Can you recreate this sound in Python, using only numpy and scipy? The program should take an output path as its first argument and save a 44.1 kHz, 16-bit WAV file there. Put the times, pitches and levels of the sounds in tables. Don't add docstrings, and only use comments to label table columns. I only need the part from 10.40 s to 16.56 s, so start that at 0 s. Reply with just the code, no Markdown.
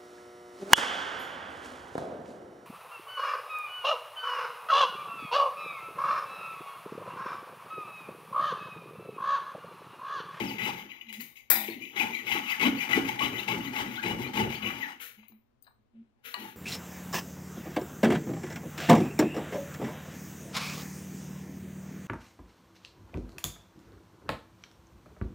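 import sys
import numpy as np
from scipy import signal
from scipy.fft import rfft, irfft, next_fast_len
from scipy.io import wavfile
from scipy.ndimage import uniform_filter1d

SR = 44100
rng = np.random.default_rng(int(sys.argv[2]) if len(sys.argv) > 2 else 0)


def store_pcm(level_fs):
    pcm = np.round(np.clip(level_fs, -1, 1) * 32767).astype(np.int16)
    wavfile.write(sys.argv[1], SR, np.atleast_2d(pcm).T)


def boost(x):
    u = np.asarray(x, float) / 20
    return 10 ** u


N = 271656
SIZE = next_fast_len(N + SR)
HZ = np.arange(SIZE // 2 + 1) * SR / SIZE + 1e-3
TIME = np.arange(N) / SR


def saw():
    # t/s, peak level/dB
    grab_list = [(0.1832, -21), (0.4989, -32), (0.513, -35), (0.6104, -31.5), (0.6653, -36), (0.6863, -33),
                 (0.7244, -31.5), (0.7434, -33), (0.9555, -41.5), (0.968, -36.5), (1.277, -25),
                 (1.414, -47), (1.452, -35), (1.5609, -40), (1.861, -46), (1.883, -29.5), (1.905, -33.5),
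                 (2.196, -17), (2.261, -13.5), (2.49, -24), (2.562, -17), (2.7875, -20), (3.079, -13),
                 (3.51, -32), (3.626, -20), (3.935, -26), (4.224, -31), (4.6, -33), (5.846, -43.5)]
    # from t/s, to t/s
    sliding = [
        (4.595, 4.77),
        (5.3, 6.2),
    ]
    rasp, frame_drive, sizzle, bench_drive = effort()
    grabs = sum(boost(db - 13.5) * (TIME >= s) * np.exp(-np.abs(TIME - s) / 0.0076) for s, db in grab_list)
    loose = uniform_filter1d(sum(1. * (TIME > a) * (TIME < b) for a, b in sliding), 400)
    held = 1 - loose
    bite = teeth(5000, spread_db=2.0, patchy_db=1.0, patch_hz=136.2)
    grit = teeth(10000, spread_db=1.0, patchy_db=0.13, patch_hz=64.8)
    jolts = teeth(500, spread_db=1.0, patchy_db=-1.5, patch_hz=30.13)
    out = boost(7.5) * sheet(bite * (rasp * held + grabs))
    out = out + boost(7.5) * frame(bite * frame_drive)
    out = out + boost(5.5) * fine_sheet((grit + 0.62 * bite) * (sizzle * held + .04 * grabs))
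    out = out + scuff(grit * rasp * loose, grit * sizzle * loose)
    return out + boost(0.76) * bench(jolts * bench_drive)


def effort():
    # t/s, length/s, rasp level/dB, frame/dB re rasp, bench/dB re rasp
    cuts = [(-.06, 0.063, -32, -7.5, 1), (.184, 0.11, -33.5, -4.5, -4), (1.556, 0.079, -31, -5.5, -5),
            (1.862, 0.11, -30.5, -6, -8.5), (2.192, 0.076, -29.5, -2, -1.5), (2.488, 0.088, -30, -1, -1),
            (2.787, 0.078, -32, -4, -0.5), (3.072, 0.067, -33, -2, -0.5), (3.33, 0.096, -34, -1, -3.5),
            (3.625, 0.092, -37, -0.5, 7), (3.934, 0.088, -32.5, -2, 4), (4.218, 0.089, -35.5, -4, -2.5)]
    # t/s, length/s, rasp
    # level/dB, frame/dB re rasp, bench/dB re rasp
    returns = [(.045, 0.15, -42, -17, -11), (.32, 0.16, -46, -12, -12), (1.69, 0.17, -41.5, -12.5, -6),
               (2.03, 0.19, -38.5, -6, -6.5), (2.345, 0.15, -38.5, -9, -7), (2.64, 0.12, -37, -6, 2.5),
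               (2.92, 0.17, -39, -4.5, 3), (3.2, 0.15, -42, -6, 9.5), (3.47, 0.2, -44, -3.5, 7.5),
               (3.78, 0.12, -40, -5, 6), (4.09, 0.12, -39.5, -5.5, -8), (4.35, 0.18, -43.5, -3, -24),
               (5.955, 0.14, -63, 11, 0), (2.095, 0.052, -35.5, -8.5, -20), (2.4, 0.078, -41, -3.5, -14)]
    # t/s, length/s, rasp level/dB, sizzle/dB re rasp, bench/dB re rasp
    rubs = [(.48, 0.14, -51, -17, -30), (.604, 0.048, -58, -12, -14.5), (.68, 0.071, -47.5, -18, -18),
            (.724, 0.05, -50, -6, -10), (.79, 0.059, -45.5, -9, -8), (.954, 0.044, -50.5, -10.5, -26),
            (1.11, 0.13, -45.5, -14.5, -9), (1.22, 0.11, -41, -16, -20), (1.29, 0.1, -55.5, -13, 12),
            (1.39, 0.13, -45.5, -16, -5), (4.5, 0.15, -67, -31, -27), (4.594, 0.094, -50, 1, -29),
            (4.77, 0.076, -58.5, -18, -8.5), (4.882, 0.07, -73.5, -5.5, 6), (5.53, 0.13, -84.5, -8, 19.5),
            (5.838, 0.091, -49, -4, -17), (5.965, 0.15, -54, -3, 7)]
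    # peak at share of length, onset level/dB, end level/dB, release/(dB/s), trim/dB
    cut_shape = [
        (0.51, -9.5, -7, 301.5, 2),
        (1, -6, -4, 156.5, 3.5),
        (0.61, -9.5, -5.5, 167.5, -15.5),
        (1, -5.5, 0, 107, 1.5),
    ]
    return_shape = [
        (0.46, -5, -13.5, 140, 0),
        (0.25, -2.5, -2.5, 840, 2.5),
        (0.42, -9.5, -15, 190, -12),
        (0.18, 0, 1, 680, -9.5),
    ]
    rub_shape = [
        (0.21, -14.5, -7.5, 210, -2),
        (0.34183, 2.5, -3.5, 200, -19.5),
        (0.22, -17.5, -7, 260, 1.5),
        (0.18, -8.5, -13.5, 260, 4),
    ]
    power = 0
    for rows, shapes, own in ((cuts, cut_shape, 1), (returns, return_shape, 1), (rubs, rub_shape, 0)):
        start, length, db, extra_db, bench_db = np.transpose(rows)
        levels = db, db + own * extra_db, db + (1 - own) * extra_db, db + bench_db
        power = power + np.array([swell(start, length, *pair) ** 2 for pair in zip(levels, shapes)])
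    return np.sqrt(power)


def swell(start, length, db, shape):
    peak_at, onset_db, end_db, release, trim_db = shape
    lead_db, lead_db_per_s, onset_s = -8, 300, 0.0059
    grid_s = np.arange(-.1, N / SR + .01, .001)
    since, length = grid_s - start[:, None], length[:, None]
    top = np.clip(peak_at, .02, .98) * length
    climb = onset_db * (1 - since / top)
    sag = end_db * np.minimum((since - top) / (length - top), 1)
    hump = np.where(since < top, climb, sag)
    hump = boost(db[:, None] + trim_db + hump - release * np.maximum(since - length, 0))
    early = np.minimum(since, 0)
    lead = boost(lead_db + lead_db_per_s * early - onset_db * early / top)
    hump = hump * (lead + (1 - lead) * np.clip(since / onset_s, 0, 1))
    return np.interp(TIME, grid_s, np.sqrt(np.sum(hump ** 2, axis=0)))


def teeth(rate_hz, spread_db, patchy_db, patch_hz):
    chance = rng.random((3, N))
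    sign = np.sign(chance[1] - .5)
    size = boost(-spread_db * np.log(chance[2] + 1e-4))
    clicks = (chance[0] < rate_hz / SR) * sign * size
    clicks = clicks * boost(patchy_db * walk(patch_hz))
    return clicks / np.sqrt(np.mean(clicks ** 2))


def sheet(force):
    # f/Hz, width/Hz, level/dB
    sheet_modes = [(2006, 76, 6.5), (2212, 89, 3.5), (2376, 80, 6.5), (2260, 430, -0.5), (2942, 67, 4.5),
                   (2791, 98, -2), (3490, 68, -8), (2575, 100, 4), (3974, 70, -1), (3072, 97, 1)]
    ring = shifting(force, sheet_modes, wander_db=2.5, wander_hz=70, sharp_hz=80)
    return through(ring, 1 / (1 + 1j * HZ / 5000) ** 2 * mode(2600, 2400, 1.3))


def frame(force):
    # f/Hz, width/Hz, level/dB
    frame_modes = [(861.2, 52, 9.5), (1108, 38, -2.5), (1480, 687, -1), (986, 866, -5.5), (1331, 34, -13.5),
                   (2924, 48, -1)]
    ring = shifting(force, frame_modes, wander_db=3, wander_hz=50, sharp_hz=50)
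    return through(ring, 1 / (1 + 680 / (1j * HZ)) ** 3)


def fine_sheet(force):
    # f/Hz, width/Hz, level/dB
    sizzle_modes = [(4720, 440, -9), (6576, 420, -2), (8560, 230, -11), (10240, 200, -6.5),
                    (11160, 260, -10), (12530, 430, -3.5), (14420, 250, 0.5), (13420, 430, -13),
                    (14960, 810, -7)]
    return through(force, resonances(sizzle_modes))


def scuff(low_force, high_force):
    # f/Hz, width/Hz, level/dB
    low_modes = [(468, 35, 4), (1393, 200, 10), (2020, 760, 11), (2930, 1200, 7.5), (4300, 630, -5),
                 (2560, 1750, -6)]
    # f/Hz, width/Hz, level/dB
    high_modes = [(6700, 1500, -10), (9630, 2000, -4.5), (11600, 4400, -2.5), (14630, 2400, -1)]
    low = through(low_force, boost(11.0) * resonances(low_modes))
    return low + through(high_force, boost(7.0) * resonances(high_modes))


def bench(force):
    # f/Hz, width/Hz, level/dB
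    top_modes = [(211.3, 40, -2.5), (250.5, 44.6, 1.5), (331, 88, -2.5), (470, 297, -15), (167, 34, -11.5)]
    # f/Hz, width/Hz, level/dB
    leg_modes = [(131, 16, -9.5), (96.9, 17, -19), (58.6, 39, -20), (164.5, 12, -13)]
    # t/s, level/dB
    lean = [(0, -13.5), (1.5, -18.5), (2.3, -19), (2.7, -9.5), (3.4, -9.5), (3.7, -9), (4.3, -8),
            (4.6, -16.5), (6.2, -16.5)]
    boom = shifting(force, top_modes, wander_db=3, wander_hz=25, sharp_hz=40)
    load = boost(np.interp(TIME, *np.transpose(lean)))
    return boom + through(force * load, resonances(leg_modes))


def blade():
    # t/s, length/s, from f/Hz, to f/Hz, level/dB
    whistles = [(0.064, 0.041, 5700, 4200, -50), (1.744, 0.034, 3800, 4500, -55),
                (1.718, 0.092, 2500, 1900, -43.5), (2.079, 0.069, 3050, 1700, -43.5),
                (2.087, 0.038, 4100, 5200, -51), (1.3, .025, 4200, 4450, -52),
                (2.347, 0.061, 3400, 5100, -57), (2.386, 0.053, 2650, 2100, -38.5),
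                (2.402, 0.042, 6300, 4800, -58), (2.1, 0.04, 2300, 1975, -34),
                (2.95, 0.034, 2700, 3170, -49.5), (2.978, 0.031, 3200, 2570, -44),
                (2.978, 0.026, 3300, 4200, -49.5), (3.242, .05, 3900, 1000, -49),
                (3.26, 0.027, 3680, 4300, -51), (3.552, 0.029, 3170, 4170, -50.5),
                (3.585, .025, 3900, 4500, -61), (3.575, 0.031, 1400, 1700, -41),
                (3.843, 0.05, 3300, 4500, -55), (4.135, .045, 3770, 4870, -55),
                (4.258, .045, 1950, 2320, -60), (4.41, 0.058, 2140, 1600, -39),
                (4.433, 0.074, 950, 820, -51), (4.033, 0.054, 900, 555, -50),
                (2.805, 0.035, 1080, 1190, -38), (3.094, 0.033, 1050, 1138, -42.5),
                (4.25, 0.065, 1050, 1180, -51), (1.4, 0.032, 410, 280, -57), (1.31, 0.087, 380, 200, -54)]
    out = np.zeros(N)
    waver = 1 + .013 * walk(300)
    flutter = boost(2.5 * walk(120))
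    for s, length, hz0, hz1, db in whistles:
        at = slice(int(s * SR), int((s + length) * SR))
        u = (TIME[at] - s) / length
        level = boost(db + 9.5) * np.sqrt(np.abs(np.sin(np.pi * u))) * flutter[at]
        cycles = np.cumsum((hz0 + (hz1 - hz0) * u) * waver[at]) / SR
        out[at] += level * np.sin(2 * np.pi * cycles)
    return out


def clamp_knocks():
    # f/Hz, level/dB, t60/s
    modes = [(12440, -6, 0.24), (13380, -10, 0.16), (13450, -7.5, 0.36), (14000, -3, 0.07),
             (13700, -10.5, .4), (14900, -16.5, 0.39), (15600, -8, .31), (14900, -13, .26),
             (17160, -6, .35), (11600, -27, 0.43), (11930, -13, 0.34), (11400, -14.5, 0.2),
             (10250, -28, 0.21)]
    # t/s, peak level/dB, brightness/dB per octave
    hits = [
        (0.7256, -36, 2),
        (0.8075, -28.5, 1),
        (1.1004, -1.5, -0.5),
    ]
    return knocks(hits, modes, trim_db=-6.0, crack_db=-17, crack_s=0.057, beat_hz=197.4, rough=0.6,
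                  push_s=0.0005, count=12)


def bow_knocks():
    # f/Hz, level/dB, t60/s
    modes = [(9600, -17, 0.58), (9100, -24, 0.17), (8450, -28, .25), (7350, -20.5, 0.11),
             (4973, -17.5, 0.48), (3760, -14.5, 0.93), (2660, -16.5, 0.34), (2095, -11.5, 1),
             (1868, -4.5, .13), (2375, -14, 1), (1638, -8, 0.08), (1423, -9.5, 0.26), (1210, -28, 0.17),
             (810, -16, 0.81), (609, -30, 0.31)]
    # t/s, peak level/dB, brightness/dB per octave
    hits = [
        (0.7257, -38, 5.5),
        (0.806, -42.5, 3.5),
        (1.1003, -15, -0.5),
    ]
    return knocks(hits, modes, trim_db=0.5, crack_db=-26.5, crack_s=0.03, beat_hz=149.4, rough=0.7,
                  push_s=0.00053, count=10, jangle=0.42)


def piece_knocks():
    # f/Hz, level/dB, t60/s
    modes = [(2360, -8, .15), (2920, -23, .14), (3920, -18, 0.36), (6440, -25, .1), (7530, -27, .15),
             (8300, -24, .1), (9930, -20, .11), (12240, -11, 0.24), (13300, 1, .11), (14200, -8, .2),
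             (14830, 2, 0.2), (15250, -5, .08)]
    # t/s, peak level/dB, brightness/dB per octave
    hits = [
        (4.8826, -43.5, 0),
    ]
    return knocks(hits, modes, trim_db=0.0, crack_db=-21.5, crack_s=0.0067, beat_hz=109, rough=0.49,
                  push_s=0.00036)


def turned_knocks():
    # f/Hz, level/dB, t60/s
    modes = [(4872, -16, .1), (6450, -18, .06), (7220, -22, .15), (8300, -11, 0.25), (9399, -20, .1),
             (10200, -16, 0.13), (10900, -18, .09), (12350, -10, 0.17), (14300, -10, .17),
             (14950, -0.5, .13), (15500, -16, .1)]
    # t/s, peak level/dB, brightness/dB per octave
    hits = [
        (5.2233, -50.5, 0),
    ]
    return knocks(hits, modes, trim_db=1.5, crack_db=-21, crack_s=0.005, beat_hz=80, rough=0.47,
                  push_s=0.00078)


def peg_knocks():
    # f/Hz, level/dB, t60/s
    modes = [(984, -9, 0.25), (1162, -8, 0.12), (1920, -9.5, 0.32), (2910, -5.5, 0.13), (4054, -4, 0.025),
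             (4240, 3, 0.019), (1660, -6, 0.057), (2290, -6.5, 0.038)]
    # t/s, peak level/dB, brightness/dB per octave
    hits = [
        (0.727, -71, 6),
        (0.806, -42.5, 6.1),
        (5.941, -26.5, 1.5),
    ]
    return knocks(hits, modes, trim_db=3.5, crack_db=-20.5, crack_s=0.005, beat_hz=126, rough=0.2,
                  push_s=0.00063)


def ticks():
    # f/Hz, level/dB, t60/s
    modes = [(890, 0, 0.024), (1154, -3, 0.047), (1620, 0, 0.03), (2350, -16, 0.037), (4030, -2, 0.032),
             (2872, -10, 0.026), (4830, -12, 0.026), (2030, -10, 0.024)]
    # t/s, peak level/dB, brightness/dB per octave
    hits = [
        (4.788, -62, -1),
        (4.829, -51, -4),
        (4.919, -57, 1),
        (5.243, -58, 16),
        (5.255, -62, 3),
        (5.266, -53.5, 2),
        (5.274, -48.5, -2.5),
        (5.288, -66, 2),
        (5.304, -60, -6),
    ]
    return knocks(hits, modes, trim_db=-0.5, crack_db=-40, crack_s=.004, beat_hz=61.5, rough=0.59,
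                  push_s=0.0014, jangle=0.45)


def thumps():
    # f/Hz, level/dB, t60/s
    modes = [(338.3, 3.5, 0.22), (227, -6.5, 0.24), (426, 4, 0.061), (132, -25.5, 0.16)]
    # t/s, peak level/dB, brightness/dB per octave
    hits = [
        (1.283, -24.5, 0.00041),
        (1.949, -23.5, 0.013),
        (2.574, -13, 0),
        (2.627, -29.5, 0),
        (5.992, -46, 0),
        (6.015, -33.5, 0),
    ]
    return knocks(hits, modes, trim_db=-8.5, crack_db=-61.5, crack_s=0.0029, beat_hz=27, rough=0.17,
                  push_s=0.0025)


def knocks(hits, modes, trim_db, crack_db, crack_s, beat_hz, rough, push_s, count=7, jangle=0):
    out, t = np.zeros(N + SR), np.arange(SR // 3) / SR
    hz, db, t60 = (c[:, None] for c in np.transpose(modes))
    for s, peak_db, bright_db in hits:
        weight = boost(db + bright_db * np.log2(hz / np.median(hz)) - 60 * t / t60)
        shape = (count, len(hz), 1)
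        beside = hz * t + beat_hz * rng.laplace(size=shape) * t + rng.random(size=shape)
        main = hz * t + rng.random(hz.shape)
        neighbours = np.sin(2 * np.pi * beside).sum(axis=0)
        ring = np.sum(weight * (np.sin(2 * np.pi * main) + rough * neighbours), axis=0)
        ring = ring * (1 - jangle + jangle * walk(500)[:len(t)])
        crack = np.diff(rng.standard_normal(len(t) + 1)) * np.exp(-t / crack_s)
        push = (1 - np.exp(-(t / push_s) ** 2)) * np.clip((t[-1] - t) / 0.13, 0, 1)
        push = push * (1 + 1.82 * np.exp(-t / 0.011))
        blow = ring / np.abs(ring).max() + boost(crack_db) * crack
        out[int(s * SR):][:len(t)] += boost(peak_db + trim_db) * push * blow
    return out[:N]


def bench_hum():
    # t/s, length/s, level/dB
    hums = [
        (0.643, 0.14, -53.5),
        (0.783, 0.018, -44),
        (1.118, 0.12, -47.5),
        (1.207, 0.12, -54),
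        (4.774, 0.048, -52.5),
        (4.905, 0.053, -55.5),
        (5.38, 0.022, -66),
        (5.541, 0.078, -47),
        (5.999, 0.04, -47),
    ]
    # peak at share of length, onset level/dB, end level/dB, release/(dB/s), trim/dB
    hum_shape = (0.5, -9.5, -1.5, 319, 0.5)
    hum_hz, width_hz = 221, 5
    level = uniform_filter1d(swell(*np.transpose(hums), hum_shape), 300)
    sway_hz = hum_hz + width_hz * walk(25)
    return boost(1.5) * level * boost(1.9 * walk(30)) * np.sin(2 * np.pi * np.cumsum(sway_hz) / SR)


def at_ports(dry):
    # f/Hz, loss/dB
    shade_loss = [(60, 6), (200, 3), (380, 6.5), (700, 6), (1290, 7), (1800, 11.5), (2380, 17),
                  (4400, 14.5), (6500, 9.5), (8120, 30), (15000, 40)]
    room_t60_s, room_db, far_room_db, lag_s = 0.36, -8, 0, 0.00023
    t = TIME[:SR // 2]
    tail = rng.standard_normal((2, len(t))) * boost(-60 * t / room_t60_s) * (t > .003)
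    echoes = rfft(tail / np.sqrt(np.sum(tail[0] ** 2)), SIZE)
    apart = np.clip(HZ / 600, 0, 1)
    echoes = np.array([echoes[0], apart * echoes[1] + np.sqrt(1 - apart ** 2) * echoes[0]])
    flat = np.ones(len(HZ))
    direct = np.array([flat, np.exp(-2j * np.pi * HZ * lag_s)])
    shade = np.array([flat, 1 / on_log_axis(shade_loss)])
    return through(dry, shade * (direct + boost(np.array([[room_db], [far_room_db]])) * echoes))


def quiet_room():
    # f/Hz, level/dB per Hz
    quiet = [(25, -12), (65, -4), (90, -8), (125, 0.5), (170, -24), (225, -3), (300, -12), (1000, -21),
             (2000, -29.5), (4000, -36), (15500, -54.5)]
    # f/Hz, level/dB
    quiet_tilt = [(50, -4.5), (150, 5), (250, 0.5), (1000, 4), (2500, 8), (5000, 8)]
    quiet_db = -75
    tilt = np.sqrt(on_log_axis(quiet_tilt))
    hiss = through(rng.standard_normal((2, N)), on_log_axis(quiet) * np.array([tilt, 1 / tilt]))
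    return hiss * boost(quiet_db + 3.0) / np.sqrt(np.mean(hiss ** 2))


def shifting(force, table, wander_db, wander_hz, sharp_hz):
    total = np.sqrt(sum(np.mean(np.abs(mode(*row)) ** 2) for row in table))
    out = 0
    for k, row in enumerate(table):
        width_hz = row[1]
        drive = boost(wander_db * min(sharp_hz / width_hz, 1) * walk(wander_hz))
        out = out + (-1) ** k * through(force * drive, mode(*row))
    return out / total


def resonances(table):
    h = sum((-1) ** k * mode(*row) for k, row in enumerate(table))
    return h / np.sqrt(np.mean(np.abs(h) ** 2))


def mode(hz, width_hz, db):
    return boost(db) * 1j * width_hz * HZ / (hz ** 2 - HZ ** 2 + 1j * width_hz * HZ)


def through(x, h):
    return irfft(rfft(x, SIZE) * h, SIZE)[..., :N]


def on_log_axis(table):
    hz, db = np.transpose(table)
    return boost(np.interp(np.log(HZ), np.log(hz), db))


def walk(rate_hz):
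    k = max(int(SR / rate_hz), 1)
    return 1.68 * uniform_filter1d(np.repeat(rng.standard_normal(N // k + 1), k), k)[:N]


def scene():
    dry = saw() + blade()
    dry = dry + clamp_knocks() + bow_knocks() + piece_knocks() + turned_knocks()
    dry = dry + peg_knocks() + ticks() + thumps()
    dry = through(dry, 1 / (1 + 45 / (1j * HZ)) ** 2)
    return at_ports(dry) + bench_hum()


def gate_treble(x):
    gate_db, gate_slope = -51.5, .6
    spec = signal.stft(x, nperseg=2048)[2]
    bands = np.arange(1025) // 16
    power = np.add.reduceat(np.abs(spec) ** 2, np.arange(0, 1025, 16), axis=1)
    power = uniform_filter1d(power, size=3, axis=2)
    weak = power < boost(2 * gate_db) * power.max(axis=(0, 1)) ** gate_slope
    weak[:, :12] = False
    return signal.istft(spec * ~weak[:, bands], nperseg=2048)[1][:, :N]


def band_limit(x):
    return signal.sosfilt(signal.butter(12, 16810, fs=SR, output="sos"), x)


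def record(dry):
    heard = gate_treble(np.tanh(dry / 1.6) * 1.6)
    heard = heard + quiet_room()
    top_cut = signal.ellip(10, .3, 60, 15700, fs=SR, output="sos")
    return band_limit(signal.sosfilt(top_cut, heard))


dry = scene()
out = record(dry)
store_pcm(out)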